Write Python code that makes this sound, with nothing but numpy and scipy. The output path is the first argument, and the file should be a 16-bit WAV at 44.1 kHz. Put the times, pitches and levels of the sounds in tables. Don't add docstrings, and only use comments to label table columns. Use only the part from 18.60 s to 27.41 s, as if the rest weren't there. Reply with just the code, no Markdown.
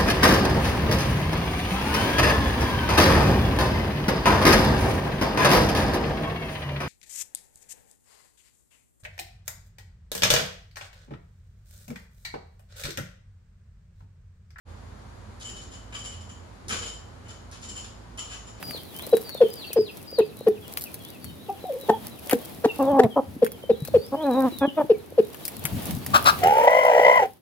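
import sys
import numpy as np
from scipy import signal
from scipy.fft import rfft, irfft, next_fast_len
from scipy.io import wavfile
from scipy.ndimage import uniform_filter1d, map_coordinates

SR = 44100
rng = np.random.default_rng(int(sys.argv[2]) if len(sys.argv) > 2 else 0)


def wrap_up_sound(samples):
    columns = np.atleast_2d(samples).T
    tamed = np.clip(columns, -1, 1)
    steps = np.round(tamed * 32767).astype(np.int16)
    wavfile.write(sys.argv[1], SR, steps)


N = 388521

# (t/s, length/s, starting f/Hz, level/dB, overtone/dB, half pitch/dB, after-note/dB)
CLUCKS = [(0.528, 0.02, 497.3, -6.5, -28, -20.5, -17), (0.807, 0.032, 531.5, -5.5, -29.5, -21.5, -16.5),
          (1.161, 0.026, 500.5, -9.5, -26, -19, -8), (1.584, 0.026, 492.7, -8, -23.5, -18.5, -16.5),
          (1.867, 0.021, 477.4, -8, -26, -14, -14.5), (3.291, 0.014, 470, -10, -6, -5.5, -18.5),
          (3.725, 0.013, 509, -12, -11.5, -0.5, -15), (4.042, 0.019, 481, -8, -10, -45, -21),
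          (4.39, 0.017, 482, -4, -10.5, -20, -38), (4.821, 0.02, 511, -7, -29, -9.5, -24),
          (5.095, 0.024, 504, -7, -34, -10, -26), (5.341, 0.033, 537.4, -6.5, -32, -22.5, -54),
          (6.297, 0.026, 490.5, -6, -38, -25, -29), (6.58, 0.026, 501.4, -5.5, -32, -15.5, -48)]
# (t/s, hold/s, level/dB, extra for the beak hiss/dB)
SQUAWKS = [(7.545, 0.021, -10, -17.5), (7.66, 0.037, -11, -11.5)]
# (f/Hz, width/Hz, level/dB)
THROAT_RINGS = [(553, 50, -10), (1180, 110, 13.5), (1670, 110, -2.5), (2500, 230, -10)]
# (f/Hz, width/Hz, level/dB)
ROOSTER_BEAK_RINGS = [(4040, 610, 1), (5730, 120, -2), (11000, 1000, -16)]
# (t/s, f/Hz, level/dB, roughness from 0 to 1, windpipe ring/dB)
GROWL = [(7.839, 363.4, -13.5, 0.09, -41), (7.92, 422.7, -18, 0.13, -65), (8.02, 466, -15.5, 0.47, -38),
         (8.129, 503.4, -17, 0.78, -21.5), (8.22, 517.4, -17, 0.74, -23.5), (8.319, 477.4, -15, 0.84, -33),
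         (8.46, 495.6, -14.5, 0.98, -18.5), (8.58, 505.7, -16, 0.2, -24.5), (8.61, 420, -17.5, 0.2, -41),
         (8.645, 382, -17.5, 0.42, -54)]
# (f/Hz, level/dB)
BREATH_COLOUR = [(900, -14), (1400, 1), (1750, -3), (2300, -2), (2650, -6), (2950, -2), (3600, -20),
                 (4700, -20), (5600, -14), (9000, -30)]
# (f/Hz, left minus right/dB)
ROOSTER_PAN = [(400, 5.5), (800, -3), (1300, 8.5), (2200, 5.5), (8000, 2.5), (15000, 11)]
# (f/Hz, lead/radians)
ROOSTER_LEAD = [(300, 0.14), (780, 0.62), (1210, 3.43), (1550, 2.1), (2200, 1.07), (4900, 7.76),
                (8400, 13.6), (16000, 26)]
# (beak opening/dB, roughness/dB, rows of (t/s, f/Hz, level/dB, low overtones/dB))
LONG_CALLS = [(-11.5, -17, [(4.188, 255, -30, -1.5), (4.204, 283.2, -22, 2.5), (4.256, 261.8, -25.5, -0.5),
              (4.296, 284.5, -28, 4), (4.37, 268.7, -21.5, 3), (4.43, 252, -24, -2.5),
              (4.465, 214, -21, -2), (4.475, 218, -46, -3)]), (-5.5, -25, [(5.565, 302, -48, 9),
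              (5.61, 318.8, -35, 0.5), (5.654, 291.7, -27.5, -1), (5.69, 272.6, -22.5, -1.5),
              (5.72, 243.5, -25, -4.5), (5.78, 262.6, -22, -3), (5.855, 263.4, -18.5, -7.5),
              (5.884, 236, -26, -5), (5.897, 216, -45, -5)])]
# (t/s, length/s, first f/Hz, last f/Hz, level/dB, low overtones/dB, beak opening/dB, roughness/dB)
SHORT_CALLS = [(4.557, 0.0535, 306, 239.4, -24.5, 1, -14, -4.5),
               (5.517, 0.048, 262.3, 285, -28.5, 1, -14, -10),
               (6.006, 0.062, 271.6, 291.4, -20, -2.5, -0.5, -14),
               (6.165, 0.067, 325, 282, -26.5, 3, -3.5, -7.5)]
# (f/Hz, width/Hz, boost/dB)
HEN_BEAK_RINGS = [(1723, 67, 12.5), (2525, 146, 16)]
# (t/s, f/Hz, level/dB)
WHINES = [
    [(2.883, 490, -37), (2.9, 391, -35), (2.92, 399, -45), (2.95, 382, -57)],
    [(3.05, 730, -31), (3.08, 783, -37), (3.11, 526, -29.5), (3.165, 518, -31), (3.185, 554, -44),
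     (3.24, 496, -49)],
    [(3.285, 466, -21), (3.3, 407, -25.5), (3.33, 413, -42), (3.375, 432, -38.5)],
]
# (t/s, level/dB, extra for the duller body of the tick/dB)
PECKS = [(0.0283, -29.5, -4), (0.11, -30, -8), (0.395, -35, 2.5), (0.5696, -24.5, -9.5),
         (0.6938, -26.5, -8), (1.132, -18.5, -18), (1.4287, -37, -23), (1.588, -27, -28), (1.885, -31, -14),
         (2.1736, -16.5, -10.5), (2.211, -25, -24.5), (2.2216, -25, -38), (2.24, -23.5, -32),
         (2.3433, -24.5, -20), (2.6449, -28, -15), (3.6971, -19, -4), (3.7116, -16, -3), (3.732, -20, -1),
         (4.4358, -32.5, 9.5), (4.8465, -24.5, -10), (4.8652, -27, -2), (4.9194, -30, -20),
         (5.2515, -25.5, -11.5), (5.276, -25, -16.5), (5.987, -27.5, -31), (6.746, -33.5, -3.5),
         (6.8537, -17.5, -27), (6.8805, -19.5, -12.5), (6.995, -32.5, -13), (7.0537, -13, -9.5),
         (7.2568, -24, -20.5), (7.31, -23, -10.5), (7.4644, -19, -13.5), (7.874, -25, -0.5)]
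# (t/s, level/dB, f/Hz)
THUDS = [(0.148, -34, 473), (3.042, -26, 500), (3.734, -12.5, 266), (4.058, -14, 273), (4.443, -19.5, 131),
         (5.222, -23, 145), (5.923, -30, 328), (6.077, -20.5, 268), (6.248, -28, 307),
         (7.048, -25.5, 141.5)]
# (t/s, level/dB)
SHUFFLE = [(0.1, -50), (0.8, -48), (1.3, -56), (2, -56), (2.25, -47.5), (2.6, -56.5), (3.3, -50),
           (4.2, -47), (4.65, -61), (5.2, -59), (5.8, -48.5), (6.5, -58.5), (7, -45), (7.7, -39),
           (8.3, -49.5)]
# (f/Hz, level/dB)
GRIT_COLOUR = [(2000, -26), (4500, -5.5), (7500, -10), (10500, -0.5), (14000, -0.5), (15700, -4),
               (16100, -40), (17000, -24)]
# (f/Hz, level/dB)
STRAW_COLOUR = [(300, 4), (700, 3.5), (1500, -8), (3500, -7), (6000, -18), (9000, -18)]
# (t/s, length/s, first f/Hz, last f/Hz, bend: 1 straight or 4 held then steep, level/dB)
SONG = [(0.029, 0.17, 4850, 3160, 3.9, -44), (.34, 0.11, 3050, 4110, 3.3, -50.5),
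        (0.508, 0.074, 3970, 3890, 0.84, -49), (.64, .14, 4800, 4160, 0.92, -47.5),
        (0.719, 0.16, 3920, 3010, 1.1, -48.5), (.9, 0.16, 4930, 2840, 3.7, -49.5),
        (1.039, 0.09, 4600, 2450, 3.9, -48), (1.158, .15, 4980, 2600, 4, -49),
        (1.47, 0.16, 4890, 2590, 4, -45), (1.83, 0.16, 3800, 2580, 3.2, -63.5),
        (2.01, 0.066, 3500, 2900, 1.2, -56.5), (2.25, 0.041, 3000, 2400, 1, -51),
        (2.44, 0.062, 3300, 3780, 1.4, -52.5), (2.66, 0.115, 3760, 3730, 0.81, -63),
        (3, 0.14, 4030, 2470, 2.8, -60), (3.201, 0.18, 4070, 3140, 0.98, -56),
        (3.5, 0.1, 4020, 2530, 2.5, -59), (4.08, 0.037, 2890, 2690, 1.4, -40.5),
        (4.239, .08, 3950, 3060, 0.92, -53), (4.499, 0.043, 3320, 3130, 1.2, -47.5),
        (5.02, 0.039, 3093, 3126, 1.2, -48), (5.22, 0.086, 3660, 4280, 0.65, -58.5),
        (5.35, 0.15, 4420, 5450, 2.5, -53), (5.55, 0.11, 3050, 4100, 2.9, -50),
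        (5.701, 0.11, 4110, 3800, .3, -49), (5.911, .2, 4060, 2863, 1.26, -48)]
# (t/s, level/dB)
GUST = [(0.1, -48), (1.4, -49), (3.3, -48.5), (4.6, -45.5), (6.8, -51), (6.95, -39), (7.3, -29),
        (7.8, -29.5), (7.95, -54.5), (8.7, -56)]
# (f/Hz, level/dB)
RUMBLE_COLOUR = [(25, -20), (50, -15.5), (80, 4), (140, -1), (250, -2.5), (500, -39)]
# (f/Hz, level/dB)
HUSH_COLOUR = [(35, -20), (60, -1.5), (323, 0), (1340, -17.5), (3760, -22.5), (8320, -33), (11500, -21.5),
               (16000, -40.5)]
# (f/Hz, t/s)
ECHO_TIMES = [(200, 0.38), (500, 0.24), (1300, 0.21), (4000, 0.24), (10000, 0.047)]


def rooster_clucks():
    fall_hz_per_s = 3020
    out, t = np.zeros(N + SR), np.arange(SR // 8) / SR
    flutter = wobble(90)
    puff = filtered(rng.standard_normal(N), rings([(736, 108, 24.3), (1885, 190, 5)]))
    beak_breath = unit(filtered(rng.standard_normal(N), rings([(2640, 620, 5), (4730, 990, -3.5)])))
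    for s, length, first_hz, db, over_db, half_db, after_db in CLUCKS:
        start = round(s * SR - 90)
        span = slice(start, start + len(t))
        last_hz = first_hz - fall_hz_per_s * length
        hz = np.interp(t, [0, .006, length, length + .074],
                       [1.286 * first_hz, first_hz, .981 * last_hz, 1.093 * last_hz])
        phase = phase_of(hz)
        main_times = [0, .005, .011, length, length + .004, length + .009]
        after_times = [length, length + .004, length + .026, length + .034, .12]
        main = amp(np.interp(t, main_times, [-24, -5, 0, -3, -14, -60]))
        after = amp(after_db + np.interp(t, after_times, [-32, 7, 4.5, -13, -34.5]))
        voice = main * (np.sin(phase) + amp(over_db - 2 - 9 * t / length) * np.sin(2 * phase + 1))
        voice += after * np.sin(phase + 2.2)
        late = np.clip(t / length, 0, 1) ** 2
        voice += amp(half_db) * late * (main + .58 * after) * np.sin(phase / 2)
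        voice += main * (amp(-3.5 + .87 * over_db) * puff[span] + amp(-35.5) * beak_breath[span])
        out[span] += amp(db + flutter[span]) * voice
    return out[:N]


def rooster_squawks():
    out = np.zeros(N)
    air = rng.standard_normal((2, N)) * amp(1.2 * wobble(300))
    throat = unit(filtered(air[0], rings(THROAT_RINGS)))
    beak = unit(filtered(air[1], rings(ROOSTER_BEAK_RINGS)))
    for s, hold, db, hiss_db in SQUAWKS:
        span, (swell_db, gate) = call_curves(swell(s, rise_s=.013, hold_s=hold, fall_s=.029))
        out[span] += gate * amp(db + swell_db) * (throat[span] + amp(hiss_db) * beak[span])
    return out


def rooster_growl():
    throb_hz, burst_db, burst_s = 56, 10.5, .0067
    hz, db, roughness, ring_db, _ = curves(GROWL)
    start, end = GROWL[0][0], GROWL[-1][0]
    swell_db, gate = curves(swell(start, rise_s=.033, hold_s=end - start, fall_s=.041))
    beat = phase_of(throb_hz * (1 + .32 * wobble(22)))
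    throb = unit((.56 + .5 * np.cos(beat)) ** 1.2 * amp(2.2 * wobble(40)))
    phase = phase_of(hz * (1 + .02 * wobble(150)))
    low_tone = amp(db - 2.5) * roughness * (.58 + .098 * throb) * np.sin(phase)
    overtone = amp(db) * np.sqrt(1 - roughness) * (.43 + .73 * throb) * np.sin(2 * phase)
    blip = np.sin(phase_of(1.22 * hz * (1 + .084 * np.sin(beat) + .0605 * wobble(60))))
    rasp = np.sqrt(roughness) * unit(throb * (blip + .4 * noise_band(1.65 * hz, 380)))
    windpipe = noise_band(np.clip(4.05 * hz, 1900, 2030), 150) + amp(-19) * noise_band(3050, 244)
    ring = amp(ring_db) * unit((.83 + .31 * throb) * windpipe)
    breath = unit((1.5 + throb) * coloured(rng.standard_normal(N), BREATH_COLOUR))
    burst = np.exp(-np.abs(np.arange(N) / SR - start) / burst_s)
    breath *= amp(-16.5 + burst_db * burst)
    return gate * amp(swell_db) * (np.sqrt(2) * (low_tone + overtone) + amp(db) * (rasp + breath) + ring)


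def hen_croon():
    muffle_above_hz = 1157
    out, multiple = np.zeros(N), np.arange(2, 12)[:, None]
    waver = .017 * wobble(120) + .0131 * wobble(35)
    flutter = wobble(60)
    breath, rasp = noise_band(2100, 1780), noise_band(750, 540)
    drift = np.array([wobble(45) for _ in multiple])
    for open_db, rough_db, rows in LONG_CALLS + short_hen_calls():
        span, (hz, db, low_db, gate) = call_curves(rows)
        phase, overtone_hz = phase_of(hz * (1 + waver[span])), multiple * hz
        upper = np.clip((overtone_hz - 880) / 120, 0, 1)
        muffled = np.clip((overtone_hz - muffle_above_hz) / 150, 0, 1)
        ring_db = sum(boost_db / (1 + ((overtone_hz - centre) / width) ** 2)
                      for centre, width, boost_db in HEN_BEAK_RINGS)
        low_gains = (1 - upper) * amp(low_db - 4 * (multiple - 2))
        high_gains = upper * amp(-16 - 6 * (multiple - 4.5) + open_db * muffled + ring_db)
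        gains = (low_gains + high_gains) * amp(3 * drift[:, span])
        voice = np.cos(phase) + np.sum(gains * np.cos(multiple * (phase - .61)), axis=0)
        air = amp(open_db - 37) * breath[span] + amp(rough_db) * rasp[span]
        voice += (1 + np.cos(phase)) * air
        out[span] += np.sqrt(2) * gate * amp(db + .57 * flutter[span]) * voice
    return out


def short_hen_calls():
    calls = []
    for s, length, first_hz, last_hz, db, low_db, open_db, rough_db in SHORT_CALLS:
        rise, hold, fall = .2 * length, .57 * length, .23 * length
        rows = [(t, first_hz + (last_hz - first_hz) * (t - s) / length, db + swell_db, low_db)
                for t, swell_db in swell(s + rise, rise, hold, fall, edge_db=-21.5)]
        calls.append((open_db, rough_db, rows))
    return calls


def hen_whine():
    fade_above_hz, fade_db_per_hz = 413, .47
    out, waver, flutter = np.zeros(N), wobble(100), wobble(70)
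    for rows in WHINES:
        span, (hz, db, gate) = call_curves(rows)
        over_db = db + 10.5 - fade_db_per_hz * np.clip(hz - fade_above_hz, 0, None)
        phase = phase_of(hz * (1 + .0454 * waver[span]))
        tone = amp(db) * np.sin(phase) + amp(over_db) * (np.sin(2 * phase) + amp(-27) * np.sin(3 * phase))
        out[span] += np.sqrt(2) * gate * amp(2.5 * flutter[span]) * tone
    return out


def pecks():
    bright, body = np.zeros((2, 2, N + SR))
    t = np.arange(SR // 16) / SR - .006
    for s, db, body_db in PECKS:
        shared_noise, side_noise, chance = rng.standard_normal((3, len(t)))
        lag_samples, pan_db = 8 * chance[0], 2 + 3 * chance[1]
        scuff = np.exp(-np.abs(t) / np.where(t < 0, .0015, .0094 + .0033 * amp(db + 6)))
        grains = amp(8.8 * uniform_filter1d(chance, size=15))
        shape = np.exp(-np.abs(t) / .00027) + .3 * scuff * grains
        for side, sign in enumerate([1, -1]):
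            start = round((s + t[0]) * SR + sign * lag_samples)
            tick = amp(db + sign * pan_db / 2) * shape * (shared_noise + .18 * sign * side_noise)
            bright[side, start:start + len(t)] += tick
            body[side, start:start + len(t)] += amp(body_db) * tick
    bright = amp(4.5) * coloured(bright[:, :N], GRIT_COLOUR)
    return bright + filtered(body[:, :N], rings([(1680, 2200, 13), (3270, 2600, 7.8)]))


def thuds_and_gulps():
    gulp_ahead_s = .056
    out, t, gulps = np.zeros(N + SR), np.arange(SR // 16) / SR, []
    for s, _, hz, db, *_ in CLUCKS:
        size, coin = rng.standard_normal(2)
        gulps.append((s - gulp_ahead_s, db - 23.5 + 3 * size, hz / 2 if coin > 0 else hz))
    for s, db, hz in THUDS + gulps:
        start, cycles = round(s * SR - 40), t * hz
        shape = np.exp(-cycles / 1.25) * (1 - np.exp(-cycles / .46))
        out[start:start + len(t)] += amp(db + 9) * shape * np.sin(2 * np.pi * cycles)
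    return out[:N]


def shuffle():
    snaps_per_s = 60
    fizz_db, _ = curves(SHUFFLE)
    clump = wobble(11)
    snaps = (rng.random(N) < snaps_per_s / SR) * rng.exponential(2.9, N)
    crackle = 1 + signal.fftconvolve(snaps, np.exp(-np.abs(np.arange(-200, 201)) / 35), "same")
    fizz = unit(amp(2.5 * clump) * crackle * stereo_noise(GRIT_COLOUR, alike=.15))
    rustle = unit(amp(2 * clump + 2.5 * wobble(30)) * stereo_noise(STRAW_COLOUR, alike=.1))
    return amp(fizz_db + np.array([[1.2], [-1.2]])) * fizz + amp(-54 + 1.2 * (fizz_db + 55.5)) * rustle


def songbirds():
    edge_s, rest_s = .012, .014
    wall_s, wall_db = .11, -16.5
    out, flutter, fray = np.zeros(N), wobble(80), wobble(200)
    for s, length, first_hz, last_hz, bend, db in SONG + twitter_notes():
        span = slice(round(s * SR), round((s + length) * SR))
        t = np.arange(span.stop - span.start) / SR
        hz = first_hz + (last_hz - first_hz) * np.clip(t / (length - rest_s), 0, 1) ** bend
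        octaves = np.abs(np.log2(hz / first_hz))
        whistle = np.sqrt(2) * np.sin(phase_of(hz * (1 + (.0078 + .025 * octaves) * fray[span])))
        gate = np.clip(np.minimum(t, length - t) / edge_s, 0, 1)
        out[span] += gate * amp(db + 3.5 * octaves + 2.9 * flutter[span]) * whistle
    return out + amp(wall_db) * np.roll(out, round(wall_s * SR))


def twitter_notes(count=55, typical_hz=3690):
    times, chances = rng.uniform(0, GROWL[0][0], count), rng.standard_normal((count, 3))
    notes = []
    for s, (pitch, slide, size) in zip(times, chances):
        first_hz = typical_hz * np.exp(.12 * pitch)
        notes.append((s, .07, first_hz, first_hz * np.exp(.11 * slide - .12), 1.5, -61.5 + 1.9 * size))
    return notes


def wind():
    gust_db, _ = curves(GUST)
    rumble = unit(amp(5.5 * wobble(13)) * stereo_noise(RUMBLE_COLOUR, alike=.73))
    return amp(gust_db + np.array([[1], [-1]])) * rumble


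def yard_hush():
    return amp(-46.5) * stereo_noise(HUSH_COLOUR, alike=.099)


def yard_echo(x, delay_samples):
    hz, t, noise = signal.stft(rng.standard_normal((2, SR // 2)), SR, nperseg=256)
    tail = signal.istft(noise * amp(-60 * t / value_at(ECHO_TIMES, hz)[:, None]), SR, nperseg=256)[1]
    delayed = np.pad(x, (delay_samples, 0))[None]
    return signal.fftconvolve(delayed, tail / np.linalg.norm(tail[0]), axes=1)[:, :N]


def amp(db):
    return 10 ** (np.asarray(db) / 20)


def unit(x):
    return x / np.sqrt(np.mean(x ** 2) + 1e-20)


def phase_of(hz):
    return 2 * np.pi * np.cumsum(hz) / SR


def value_at(table, hz):
    table_hz, values = np.transpose(table)
    return np.interp(np.log(hz + 1), np.log(table_hz + 1), values)


def curves(rows, edge_s=.0039):
    times, *columns = np.transpose(rows)
    t = np.arange(N) / SR
    gate = np.clip(np.minimum(t - times[0], times[-1] - t) / edge_s, 0, 1)
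    return [np.interp(t, times, column) for column in columns] + [gate]


def call_curves(rows):
    span = slice(round(rows[0][0] * SR), round(rows[-1][0] * SR))
    return span, [curve[span] for curve in curves(rows)]


def swell(s, rise_s, hold_s, fall_s, edge_db=-30):
    return [(s - rise_s, edge_db), (s, 0), (s + hold_s, 0), (s + hold_s + fall_s, edge_db)]


def wobble(per_s):
    return map_coordinates(rng.standard_normal(int(N * per_s / SR) + 4), [np.arange(N) * per_s / SR])


def filtered(x, response):
    size = next_fast_len(N + SR // 2)
    return irfft(rfft(x, size) * response(np.fft.rfftfreq(size, 1 / SR)), size)[..., :N]


def coloured(x, colour):
    return filtered(x, lambda hz: amp(value_at(colour, hz)))


def rings(table):
    return lambda hz: sum((-1) ** k * amp(db) * 1j * hz * width / (centre ** 2 - hz ** 2 + 1j * hz * width)
                          for k, (centre, width, db) in enumerate(table))


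def noise_band(hz, width_hz):
    slow = filtered(rng.standard_normal((2, N)), lambda f: 1 / (1 + (2 * f / width_hz) ** 4))
    phase = phase_of(np.broadcast_to(hz, N))
    return unit(slow[0] * np.cos(phase) + slow[1] * np.sin(phase))


def stereo_noise(colour, alike):
    angle = np.arccos(alike) / 2
    shared, apart = np.cos(angle) * rng.standard_normal(N), np.sin(angle) * rng.standard_normal(N)
    return unit(coloured(np.array([shared + apart, shared - apart]), colour))


def placed(x, pan, lead):
    side = np.array([[.5], [-.5]])
    return filtered(x, lambda hz: amp(side * value_at(pan, hz)) * np.exp(1j * side * value_at(lead, hz)))


def scene():
    clucks = rooster_clucks()
    hens = hen_croon() + hen_whine()
    thuds = thuds_and_gulps()
    cries = rooster_squawks() + rooster_growl()
    song = songbirds()
    near = placed(clucks + thuds, pan=[(450, 1.5)], lead=[(100, .03), (450, .05), (4000, 2.2)])
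    near += placed(hens, pan=[(260, .51), (800, .83), (1100, -1.1)],
                   lead=[(260, .17), (800, -.58), (1100, .77)])
    near += placed(cries, ROOSTER_PAN, ROOSTER_LEAD)
    far = placed(song, pan=[(4000, 4.5)], lead=[(2500, -7), (5500, -15.5)])
    far += amp(-2.5) * yard_echo(song, delay_samples=0)
    echo = yard_echo(amp(-19) * clucks + amp(-20.5) * hens + amp(-15.5) * cries, delay_samples=700)
    return near + far + echo + pecks() + shuffle() + wind() + yard_hush()


def record(dry):
    ceiling, bass_hz, top_hz = .82, 48, 16900
    fade_start_s, fade_db_per_s = 8.62, 91
    rounded = dry / (1 + np.abs(dry / ceiling) ** 6) ** (1 / 6)
    fade = amp(-fade_db_per_s * np.clip(np.arange(N) / SR - fade_start_s, 0, None))
    return filtered(rounded * fade, lambda hz: (hz < top_hz) / (1 + (bass_hz / (hz + 1)) ** 4))


dry = scene()
out = record(dry)
wrap_up_sound(out)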